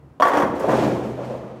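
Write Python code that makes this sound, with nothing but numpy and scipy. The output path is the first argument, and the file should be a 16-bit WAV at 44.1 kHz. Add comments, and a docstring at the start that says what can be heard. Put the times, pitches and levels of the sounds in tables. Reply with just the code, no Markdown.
"""Bowling pins struck in a large hall

A rumbling ball hits the head pin at the far end of the hall. Each collision excites the damped modes
of the pins, which clack, topple on the hollow deck and tumble with the ball into the booming pit.
The pinsetter drops its sweep and its motor starts to hum while the last pins knock about.
Reflections from the pit walls and the diffuse field of the hall prolong the impacts."""
import sys
import numpy as np
from scipy import signal
from scipy.io import wavfile

SR = 44100
rng = np.random.default_rng(int(sys.argv[2]) if len(sys.argv) > 2 else 0)


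def digitize_waveform(pressure):
    """Quantize a signal to 16-bit integers and store it at the path in sys.argv[1].

    Rows of a 2-D input are taken as channels; values are limited to [-1, 1].
    """
    field = np.atleast_2d(pressure).T
    bounded = np.clip(field, -1, 1)
    quanta = np.round(bounded * 32767).astype(np.int16)
    wavfile.write(sys.argv[1], SR, quanta)


N = 70560

# pin against pin (t/s, nominal f/Hz, ring level/dB, knock level/dB, crack level/dB)
PIN_COLLISIONS = [(0.2228, 1129, 11, -3, -2.5), (0.2284, 1176, 6.5, 1.5, -2.5), (0.252, 1112, 5.5, 12, -1),
                  (0.271, 1141, 6.5, -8, -8), (0.284, 1140, 2.5, -24, -3), (.297, 1071, 1.5, 4, -25),
                  (0.318, 1195, 2, 5, -12), (.335, 1115, 4.5, 3.5, -2), (.351, 1040, 2.5, 8.5, -3.5),
                  (.371, 1129, 4.5, 1.5, 1.5), (0.384, 1054, 2, 3, -3), (0.4, 1185, -4, -2, -3),
                  (0.421, 1162, 3.5, -0.5, -4.5), (0.435, 1050, -5, 7.5, -22), (0.47, 1090, -5, -6, -24),
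                  (0.693, 976, 0, -2.5, -13), (.719, 1144, 0.5, -2, -20), (.735, 977, -2, 3, -22)]
# pins flying clear (t/s, f/Hz, ring level/dB, bending level/dB)
FLYING_PINS = [(0.222, 1136, 17, -4), (.333, 1133, -10, 4), (0.3696, 1140, 8.5, 9.5), (.808, 1135, -8, 8)]
# pins and ball landing on the deck and in the pit (t/s, boom level/dB, knock level/dB)
LANDINGS = [(.337, -6, 1), (.374, 2.5, 1), (.398, 2.5, 5), (.424, 8, 2.5), (.448, 6.5, -4),
            (0.496, 3.5, -7), (.602, -0.5, -2.5), (.643, -4, 6), (.677, 3, 6.5), (.688, 5.5, 3.5),
            (.732, 8.5, 9), (.747, 6.5, 0), (.782, 9, 7.5), (.824, 8.5, 3), (0.859, 8, 0), (0.881, 5.5, -2),
            (.912, 7, -4.5), (.99, -5, -9), (1.05, 0, -6.5), (1.134, -7, -18), (1.19, -5.5, -2.5),
            (1.245, -6.5, -10), (1.30, -2.5, -5.5), (1.340, -9.5, -2.5), (1.431, -4, -14.5),
            (1.50, -30, -15.5)]
# stray pins bumping in the pit (t/s, starting f/Hz, level/dB)
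STRAY_BUMPS = [(1.176, 624.6, 1.5), (1.278, 522.4, -3.5), (1.306, 568.7, 0), (1.528, 541, -9.5)]
# envelopes of the small bounces (t/s, wood level/dB, rattle level/dB)
TUMBLE_LEVELS = [(0.218, -59, -39), (.26, -37, -39), (.42, -28.5, -50), (.52, -38, -60), (.65, -28, -50),
                 (0.718, -24.5, -39), (0.849, -41, -34.5), (.93, -42, -55), (1.119, -44, -66),
                 (1.22, -40, -48), (1.332, -50, -52.5), (1.42, -46, -60), (1.6, -51, -60)]
# hard contacts (t/s, level/dB)
EDGE_TICKS = [(0.2206, -21), (.2797, -17), (0.3307, -27), (0.37, -37), (0.4, -23), (.551, -33),
              (0.597, -20)]  # edges of pins and sweep
SWEEP_CLASHES = [(0.552, -14), (0.597, -8.5), (0.682, -6.5), (0.701, -6.5), (0.761, -8.5), (0.829, -8.5),
                 (1.032, -14.5), (1.241, -17)]  # the sweep and its linkage
# envelope of the motor, loudest as it starts up (t/s, level/dB)
MOTOR_LEVELS = [(.64, -57), (.71, -34), (.9, -30.5), (1.02, -38.5), (1.3, -39), (1.6, -45.5)]

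# normal modes (f/Hz, relative level/dB, t60/s)
STRUCK_PIN_MODES = [(279.6, -16, 0.5), (610, -12, 0.035), (733, 0, 0.063), (949, 3.5, 0.04),
                    (1054, 3.5, 0.088), (1136, 4.5, 0.052), (1360, -16, .015), (1800, -9, 0.057),
                    (3286, -9, 0.023), (4670, -30, 0.023), (5550, -22.5, 0.019)]
HEAD_PIN_MODES = [(287, -11.5, 0.35), (644, 11.5, 0.022), (990, 5.5, 0.032), (3080, 2, 0.0032)]  # damped by the ball
FLYING_PIN_MODES = [(1142, 0, .27), (3490, -23, .05), (4545, -22, .076), (5655, -21, .065)]
PIN_BENDING_MODE = [(293.7, 0, 0.26)]
BOARD_MODES = [(399.6, -4.5, 0.092), (518, 4, 0.057), (597, 3, 0.043), (682, -14, 0.038)]  # the hollow deck

# spectra of the contacts (f/Hz, relative level/dB)
SNAP_SPECTRUM = [(100, -65), (450, -2.5), (750, -1), (1100, -0.5), (1400, 0), (1950, -4), (2500, -27.5),
                 (4200, -31.5), (16000, -45)]  # the hard first push of a clack
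KNOCK_SPECTRUM = [(40, -39), (195, -19), (285, -5), (400, -6), (540, -1.5), (750, -4.5), (1100, -9.5),
                  (2000, -26.5), (4200, -46), (16000, -83)]
CRACK_SPECTRUM = [(50, -27), (250, -9), (1000, 19), (2000, 10.5), (3400, 1), (4200, -6), (6000, -3.5),
                  (10000, -12.5), (14500, -13), (16000, -25)]
BOOM_SPECTRUM = [(45, -29.5), (62, -16.5), (160, -6), (215, 0), (275, -3), (400, -3), (700, -24.5),
                 (1500, -29), (5000, -73)]
TICK_SPECTRUM = [(1500, -16), (6000, 1), (16000, -4)]
RATTLE_SPECTRUM = [(200, -34), (1000, 10.5), (2400, 4.5), (4500, -4.5), (7000, -9.5), (10000, -17.5),
                   (16000, -29)]  # loose parts in the pit
METAL_SPECTRUM = [(200, -24), (1000, 3.5), (2400, 6), (4000, -4.5), (6500, -6), (10000, -13), (14500, -17),
                  (16000, -28)]
ROLL_SPECTRUM = [(25, -22), (50, -20), (75, -0.5), (105, -11), (145, 0.5), (180, -13.5), (280, -8),
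                 (600, -19.5), (1100, -23), (1500, -31), (4000, -47), (16000, -57.5)]

# reverberation time of the hall (f/Hz, t60/s)
HALL_DECAY = [(60, 2.3), (250, 1.36), (1000, 1.18), (4000, 1.04), (16000, 0.78)]

PIN_HZ = 1142  # nominal pitch at which the pin modes are unshifted
CONTACT_S, RADIATE_HZ = 0.00049, 201  # contact time; small bodies radiate little below this frequency


def pin_clacks():
    """Impact excites a pin's normal modes, along with a hard snap, a woody knock and a bright crack."""
    out, knock, crack = np.zeros(N), pulse(KNOCK_SPECTRUM), pulse(CRACK_SPECTRUM)
    snap = amp(-5) * pulse(SNAP_SPECTRUM)
    for s, hz, ring_db, knock_db, crack_db in PIN_COLLISIONS:
        add(out, s, pit(amp(ring_db) * ring(STRUCK_PIN_MODES, hz / PIN_HZ), scatter_db=-2.5))
        add(out, s, pit(amp(ring_db) * snap, scatter_db=2))
        add(out, s, scatter(amp(knock_db) * knock, t60=0.16, rise_s=0.00047))
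        add(out, s, scatter(amp(crack_db) * crack, t60=0.19, rise_s=0.00022))
    return out


def ball_strike(s=.1998, echo_delay_s=.0082):
    """Contact damping by the ball shortens the head pin's ring to a hollow knock with one quick echo."""
    out, knock = np.zeros(N), amp(8) * ring(HEAD_PIN_MODES)
    add(out, s, knock)
    add(out, s, scatter(amp(-4.5) * pulse(CRACK_SPECTRUM), t60=0.26, rise_s=0.00025))
    add(out, s + echo_delay_s, amp(2) * knock)
    return out


def flying_pins():
    """Free vibration: pins clear of the others ring on, a hard high note over a low bending mode."""
    out = np.zeros(N)
    for s, hz, ring_db, bend_db in FLYING_PINS:
        add(out, s, amp(ring_db) * ring(FLYING_PIN_MODES, hz / PIN_HZ, size=20000))
        add(out, s, amp(bend_db) * ring(PIN_BENDING_MODE, hz / PIN_HZ, size=20000))
    return out


def landings(cutoff_hz=1210, pitch_spread=0.095):
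    """Falling pins and ball excite deck and pit resonances; the softer contact carries less treble."""
    out, boom = np.zeros(N), pulse(BOOM_SPECTRUM)
    knock = signal.sosfilt(signal.butter(2, cutoff_hz, fs=SR, output="sos"), pulse(KNOCK_SPECTRUM))
    for s, boom_db, knock_db in LANDINGS:
        boards = ring(BOARD_MODES, 1 + pitch_spread * rng.uniform(-1, 1))
        add(out, s, scatter(amp(boom_db) * boom, t60=0.15, rise_s=0.0028))
        add(out, s, scatter(amp(knock_db) * knock, t60=0.19, rise_s=0.00054))
        add(out, s, pit(amp(knock_db + 1) * boards, scatter_db=-9))
    return out


def stray_pins(rise_s=0.011, t60=0.18, sag_hz_per_s=1346):
    """Each bump in the pit is a damped oscillation: a hollow note whose pitch sags as it dies."""
    out, t = np.zeros(N), np.arange(8192) / SR
    envelope = (1 - np.exp(-t / rise_s)) * amp(-60 * t / t60)
    for s, hz, db in STRAY_BUMPS:
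        phase = 2 * np.pi * np.cumsum(hz - sag_hz_per_s * t) / SR
        add(out, s, amp(db) * unit_energy(envelope * np.sin(phase)))
    return out


def edge_ticks():
    """Brief contact has a wide spectrum: hard edges meet with a short, bright tick."""
    out, tick = np.zeros(N), pulse(TICK_SPECTRUM)
    for s, db in EDGE_TICKS:
        add(out, s, scatter(amp(db) * tick, t60=.06, rise_s=.0002))
    return out


def tumbling():
    """Shot noise: many small wooden bounces and bright rattles add up between the big blows."""
    t = np.arange(N) / SR
    times, wood_db, rattle_db = np.transpose(TUMBLE_LEVELS)
    wood = patter(per_s=130) * amp(np.interp(t, times, wood_db)) * (t > times[0])
    rattle = patter(per_s=560) * amp(np.interp(t, times, rattle_db)) * (t > times[0])
    return convolve(wood, pulse(KNOCK_SPECTRUM)) + convolve(rattle, pulse(RATTLE_SPECTRUM))


def patter(per_s, spots=8, spread_db=2.5):
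    """A Poisson process of uneven impacts, spread over several spots in the pit; rms 1."""
    strength = amp(spread_db * np.minimum(rng.exponential(1, N), 3)) * rng.choice([-1, 1], N)
    hits = strength * (rng.random(N) < per_s / SR)
    spot = rng.integers(0, spots, N)
    return unit_rms(sum(convolve(hits * (spot == k), pit([1.], scatter_db=2)) for k in range(spots)))


def sweep():
    """The sweep and its linkage clash; light damping lets the metal sound on."""
    out, metal = np.zeros(N), pulse(METAL_SPECTRUM)
    for s, db in SWEEP_CLASHES:
        add(out, s, scatter(amp(db) * metal, t60=0.79, rise_s=0.0033))
    return out


def motor(hz=126.5, waver_depth=0.15):
    """The pinsetter motor hums on one tone, which wavers by slow amplitude modulation."""
    t = np.arange(N) / SR
    times, db = np.transpose(MOTOR_LEVELS)
    envelope = amp(np.interp(t, times, db)) * (t > times[0])
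    waver = sum(np.sin(2 * np.pi * (f * t + rng.random())) / np.sqrt(f) for f in np.geomspace(1, 10, 20))
    return unit_rms(np.sin(2 * np.pi * hz * t)) * (1 + waver_depth * unit_rms(waver)) * envelope


def lane_rumble(db=-48.5):
    """Rolling contact drives the lanes with a random force, heard as a steady low rumble."""
    rumble = signal.fftconvolve(rng.standard_normal(2 * N), pulse(ROLL_SPECTRUM))
    return amp(db) * unit_rms(rumble[N:2 * N])


def pit(sound, scatter_db, t60=0.097, size=8192):
    """Early reflections from the walls round the pins follow the direct sound, different at each spot."""
    t = np.arange(size) / SR
    taps = rng.standard_normal(size) * (rng.random(size) < .06) * (t > .002)
    taps = amp(scatter_db) * unit_energy(taps * amp(-60 * t / t60))
    taps[0] = 1  # direct path
    return signal.fftconvolve(sound, taps)


def scatter(click, t60, rise_s, size=12000):
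    """Diffuse scattering spreads a click into a dense, decaying cloud of reflections."""
    t = np.arange(size) / SR
    envelope = amp(-60 * t / t60) * (1 - np.exp(-t / rise_s))
    return signal.fftconvolve(click, unit_energy(rng.standard_normal(size) * envelope))


def hall(sound, spots=6, spot_s=.04, delay_s=.02):
    """Diffuse reverberation, treble dying first; the tail passes in turn through several spots of the hall."""
    out, position = np.zeros(N), np.arange(N) / SR / spot_s
    for k in range(spots):
        hz, t, noise = signal.stft(rng.standard_normal(SR), SR, nperseg=256)
        decay = amp(-60 * t / at_frequency(HALL_DECAY, hz)[:, None])
        tail = unit_energy(signal.istft(noise * decay, SR, nperseg=256)[1])
        crossfade = np.sin(np.pi / 2 * np.minimum((position - k) % spots, 2))
        add(out, delay_s, convolve(sound * crossfade, tail))
    return amp(-5) * out


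def ring(modes, pitch_ratio=1, size=8192):
    """Superposition of damped modes started by a brief contact; energy 1."""
    t = np.arange(size) / SR
    tone = sum(amp(db - 60 * t / t60) * np.sin(2 * np.pi * hz * pitch_ratio * t) for hz, db, t60 in modes)
    onset = 1 - np.exp(-t / CONTACT_S)
    radiation = signal.butter(2, RADIATE_HZ, "high", fs=SR, output="sos")
    return unit_energy(signal.sosfilt(radiation, tone * onset))


def pulse(spectrum, size=8192):
    """A minimum-phase click with the given spectrum; energy 1."""
    hz = abs(np.fft.fftfreq(size, 1 / SR))
    log_gain = np.log(amp(at_frequency(spectrum, hz)))
    response = np.exp(np.conj(signal.hilbert(log_gain)))
    return unit_energy(np.fft.ifft(response).real)


def amp(db):
    """Level in decibels to amplitude ratio."""
    return 10 ** (np.asarray(db) / 20)


def unit_rms(x):
    """Normalisation to rms 1."""
    return x / np.sqrt(np.mean(x ** 2) + 1e-20)


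def unit_energy(x):
    """Normalisation to energy 1."""
    return x / np.sqrt(np.sum(x ** 2) + 1e-20)


def at_frequency(table, hz):
    """Interpolation on a log-frequency axis."""
    f, value = np.transpose(table)
    return np.interp(np.log(hz + 1), np.log(f), value)


def add(mix, s, sound):
    """Superposition of a sound on the mix at time s."""
    part = mix[round(s * SR):][:len(sound)]
    part += sound[:len(part)]


def convolve(x, response):
    """Linear filtering, cut to the scene's length."""
    return signal.fftconvolve(x, response)[:N]


def scene():
    """Direct and reverberant fields add; the pins stand in the open and sound drier than the pit."""
    front = lane_rumble() + ball_strike() + pin_clacks() + flying_pins() + edge_ticks() + stray_pins()
    back = landings() + tumbling()
    reverberation = hall(amp(-6) * front + back)
    hum, clashes = motor(), sweep()
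    return (front + back + reverberation + hum + clashes + hall(clashes))[None]


def record(dry, cutoff_hz=15800):
    """Clipping at full scale, then band limiting."""
    lowpass = signal.firwin(511, cutoff_hz, window=("kaiser", 9), fs=SR)
    return signal.oaconvolve(np.clip(dry, -1, 1), lowpass[None], "same")


dry = scene()
out = record(dry)
digitize_waveform(out)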